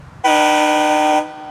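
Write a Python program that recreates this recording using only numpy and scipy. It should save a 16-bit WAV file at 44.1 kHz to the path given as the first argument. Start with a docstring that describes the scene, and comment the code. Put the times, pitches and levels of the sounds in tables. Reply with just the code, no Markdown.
"""An open parking lot, across which a three-chime train horn gives one blast of about a second.
Each diaphragm buzzes into its bell with a harmonic series, and sum tones join the chord. The horns start
sharp and settle as air pressure builds, dull as the tank drains, and ring out when the valve shuts.
Air rushes through the bells; just before the end the chord falters with a dull puff and swells.
Cars and pavement scatter the sound, distant buildings send it back, and traffic hums behind it."""
import sys
import numpy as np
from scipy import signal
from scipy.fft import rfft, irfft
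from scipy.io import wavfile

SR = 44100
rng = np.random.default_rng(int(sys.argv[2]) if len(sys.argv) > 2 else 0)


def dump_mix(stems):
    """Bounce the given channels to the path in sys.argv[1] as a 16-bit WAV at rate SR."""
    frames = np.atleast_2d(stems).T  # one column per channel
    limited = np.clip(frames, -1, 1)  # hard clip at full scale
    pcm = np.round(limited * 32767).astype(np.int16)
    wavfile.write(sys.argv[1], SR, pcm)


N = 66150
T = np.arange(N) / SR
OPEN_S, SHUT_S = 0.233, 1.1912  # the air valve
DULL_HZ, EDGE_HZ = 2520, 15350  # corner of the treble loss; upper band limit


def horns():
    """Three harmonic series intermodulate to give sum tones; returns the chord and each horn's phase."""
    # low, middle, high horn: pitch_hz, rise_s, ring_s, sharp_ratio, settle_s, lift_ratio, loss_db_per_s
    chimes = [(302.83, 0.026, 0.077, .095, .052, .015, 0), (489.84, 0.0092, 0.11, .035, 0.02125, 0.012, 4),
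              (768.5, 0.01, .008, 0.003036, 0.021, .01, -1)]
    # one row per horn: level_db of harmonics 1, 2, ...
    partials = [
        [-20, -17, -20.5, -31, -36, -48, -36.5, -26.5, -36, -38.5, -34.5, -53],
        [-31.5, -25, -32.5, -34, -35.5, -36, -53.5],
        [-13, -33.5, -27, -29.5, -53, -72, -41, -34.5, -43],
    ]
    # the high horn's pitch plus harmonics 1, 2, ... of the low horn: level_db
    sum_tones = [-37.5, -37, -41, -48.5, -71, -32, -32, -35, -38.5, -46]
    phases, drives, gains = zip(*[diaphragm(*row) for row in chimes])
    low, mid, high = [(phase, row[0], drive) for phase, row, drive in zip(phases, chimes, drives)]
    age = np.maximum(T - OPEN_S, 0)
    # the low horn's overtones stay weak until it locks onto its bell
    locked = amp(-10 * np.exp(-(age / 0.041) ** 4))
    # the upper horns overshoot as they speak
    overshoot = amp(3.5 * np.exp(-((age - 0.028) / 0.015) ** 2))
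    chord = gains[0] * harmonics(*low, partials[0], locked, upper_db=-1.5)
    chord += overshoot * gains[1] * harmonics(*mid, partials[1], upper_db=-1)
    chord += overshoot * gains[2] * harmonics(*high, partials[2], upper_db=-3)
    high_phase, high_hz, high_drive = high
    sums = harmonics(*low, sum_tones, locked, high_phase, high_hz, upper_db=4)
    sums += harmonics(*low, [], locked, 2 * high_phase, 2 * high_hz, upper_db=-1, first=9)
    return chord + high_drive * sums, phases


def diaphragm(pitch_hz, rise_s, ring_s, sharp, settle_s, lift, loss_db_per_s):
    """A pressure-driven oscillator starts sharp, settles and lifts as it dies: phase, drive, gain."""
    bend = sharp * np.exp(-(np.maximum(T - OPEN_S, 0) / settle_s) ** 2)
    bend += lift * (1 - np.exp(-np.maximum(T - SHUT_S, 0) / 0.036))
    bend += 0.003463 * (T - 0.65)  # the pitch creeps up as the tank drains
    bend -= 0.012 * falter()
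    bend += 0.00048 * drift(18.7) + 0.0021 * drift(250)  # slow wander, fast jitter
    phase = 2 * np.pi * np.cumsum(pitch_hz * (1 + bend)) / SR
    return phase, valve(rise_s, ring_s), amp(-loss_db_per_s * (T - 1.54))


def harmonics(phase, pitch_hz, drive, levels, overtones=1, carrier=0, carrier_hz=0, upper_db=0, first=1):
    """Nonlinear steepening: higher partials need more pressure. A carrier phase makes them sum tones."""
    # brassy spectrum of the partials beyond the given levels: frequency_hz, level_db
    brass = [(3500, -59), (4400, -59.5), (5100, -55.5), (5700, -46.5), (6400, -55.5), (7500, -61),
             (9800, -58.5), (10600, -64), (13000, -63), (15000, -69)]
    steepening_hz, flutter_db = 2190, 0.88
    flutters = [flutter_db * drift(25) for _ in range(7)]
    tone = np.zeros(N)
    for k in range(first, int((EDGE_HZ - carrier_hz) / pitch_hz)):
        hz = carrier_hz + k * pitch_hz
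        db = levels[k - 1] if k <= len(levels) else level_at(brass, hz) + upper_db
        gain = amp(db + shading(hz) + flutters[k % len(flutters)])
        swing = drive ** (min(k, 2.5) + hz / steepening_hz) * (overtones if k > 1 else 1)
        tone += gain * swing * np.cos(k * phase + carrier + k * k)
    return tone


def valve(rise_s, fall_s):
    """Pressure builds when the valve opens and decays exponentially when it shuts."""
    rise = 1 - np.exp(-(np.maximum(T - OPEN_S, 0) / rise_s) ** 2)
    return rise * np.exp(-np.maximum(T - SHUT_S, 0) / fall_s)


def shading(hz):
    """Spectral tilt in dB: the treble fades as the tank drains; the middle swells near the end."""
    dull_db_per_s, drain_start_s, swell_s = 8.5, 0.48, 1.135
    dull_db = dull_db_per_s * min(hz / DULL_HZ, 1) * np.maximum(T - drain_start_s, 0)
    swell_db = 2 * np.exp(-((hz - 650) / 300) ** 2)
    return swell_db * np.clip((T - swell_s) / 0.013 + 0.5, 0, 1) - dull_db


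def falter(at_s=1.133, width_s=0.011):
    """A Gaussian pulse marks the instant at which the pitch dips."""
    return np.exp(-((T - at_s) / width_s) ** 2)


def air(phases):
    """Flow noise in the bells is amplitude-modulated as the diaphragms chop the air."""
    # rush of air: frequency_hz, density_db_per_hz
    rush = [(60, -100), (200, -86), (450, -71.5), (620, -58.5), (950, -65), (1150, -69), (1500, -63.5),
            (1900, -64), (2450, -64.5), (3200, -64), (3700, -76), (4400, -82), (5100, -78.5), (5700, -70),
            (6400, -67), (7500, -72.5), (9800, -73.5), (10600, -84.5), (13000, -90), (15200, -90)]
    chop = unit(1 + 0.23 * sum(np.cos(phase) for phase in phases))
    return noise(rush) * chop * valve(rise_s=0.017, fall_s=0.026) * amp(shading(DULL_HZ))


def puff():
    """A short burst of band-limited noise is heard as a dull puff when the chord falters."""
    # the puff: frequency_hz, density_db_per_hz
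    spectrum = [(60, -95), (200, -74), (330, -64), (650, -55), (1000, -63), (1600, -70), (4000, -100)]
    return noise(spectrum) * falter()


def scatter(x):
    """Diffuse reflections from cars, poles and pavement form an exponentially decaying tail."""
    # reverberation time of the lot: frequency_hz, t60_s
    decay = [(300, 0.97), (1000, 0.83), (3000, 0.36), (8000, 0.72), (15000, 0.32)]
    # strength of the reflections: frequency_hz, gain_db
    response = [(300, -25), (800, -19), (1500, -14), (2800, -15), (4200, -12), (6000, -18), (15000, -16)]
    reflections_per_s = 2000
    taps = rng.standard_normal(N) * (rng.random(N) < reflections_per_s / SR) * (T > 0.01)
    hz, t, bands = signal.stft(taps, SR, nperseg=256)
    bands = bands * amp(-60 * t / level_at(decay, hz)[:, None])
    tail = signal.istft(bands, SR, nperseg=256)[1]
    return colour(signal.fftconvolve(x, tail / np.linalg.norm(tail))[:N], response)


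def echoes(x):
    """Specular reflection: distant buildings return the chord, delayed by its travel time."""
    # echo paths: delay_s, gain_db
    paths = [(.05, -31), (.135, -51), (.33, -24.5), (1.24, -32)]
    # filter common to all paths: frequency_hz, gain_db
    response = [(300, 6.5), (500, 6.5), (600, 1), (770, 7.5), (950, 3), (1500, 12), (2500, 0), (3500, 7.5),
                (4500, 19), (6000, -4), (10000, -7), (15000, -34)]
    delayed = sum(amp(db) * np.interp(T - delay_s, T, x, left=0) for delay_s, db in paths)
    return colour(delayed, response)


def traffic():
    """Far traffic blends into broadband noise; an engine's uneven firing modulates a low noise band."""
    # distant traffic: frequency_hz, density_db_per_hz
    wash = [(20, -100), (50, -80), (85, -78.5), (135, -68), (220, -75), (500, -78), (950, -75),
            (1500, -79.5), (3000, -93), (6000, -99), (10000, -106), (15000, -120)]
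    # envelope of the engine's burble: time_s, level_db
    envelope = [(0, -38.5), (.07, -40.5), (.2, -39.5), (.3, -58), (1.5, -77)]
    burble_hz, width_hz, firings_per_s = 122, 67, 27
    band = np.exp(-(np.abs(np.fft.rfftfreq(N, 1 / SR) - burble_hz) / width_hz) ** 3 / 2)
    firing_hz = firings_per_s * (1 + 0.196 * drift(10))
    throb = 1 + 0.64 * np.cos(2 * np.pi * np.cumsum(firing_hz) / SR)
    burble = unit(irfft(rfft(rng.standard_normal(N) * throb) * band, N))
    return noise(wash) + burble * amp(np.interp(T, *np.transpose(envelope)))


def amp(db):
    """Converts decibels to an amplitude ratio."""
    return 10 ** (np.asarray(db) / 20)


def unit(x):
    """Normalises to rms 1."""
    return x / np.sqrt(np.mean(x ** 2) + 1e-20)


def level_at(points, hz):
    """Interpolates a curve on a log-frequency axis."""
    f, value = np.transpose(points)
    return np.interp(np.log(hz + 1), np.log(f + 1), value)


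def colour(x, points):
    """Zero-phase filtering by a response in dB."""
    gain = amp(level_at(points, np.fft.rfftfreq(2 * N, 1 / SR)))
    return irfft(rfft(x, 2 * N) * gain)[:N]


def noise(points):
    """Gaussian noise with a spectral density in dB per Hz."""
    return colour(rng.standard_normal(N), points) * np.sqrt(SR / 2)


def drift(rate_hz):
    """Low-passed noise: a smooth random fluctuation of rms 1."""
    lowpass = np.exp(-(np.fft.rfftfreq(N, 1 / SR) / rate_hz) ** 2)
    return unit(irfft(rfft(rng.standard_normal(N)) * lowpass, N))


def scene():
    """Superposition of the blast, its reflections, the puff and the traffic, in mono."""
    chord, phases = horns()
    blast = chord + air(phases)
    return (blast + scatter(blast) + echoes(chord) + puff() + traffic())[None]


def record(dry):
    """A linear-phase low-pass filter limits the bandwidth."""
    lowpass = signal.firwin(1023, EDGE_HZ, window=("kaiser", 9), fs=SR)
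    return signal.oaconvolve(dry, lowpass[None], "same")


dry = scene()
out = record(dry)
dump_mix(out)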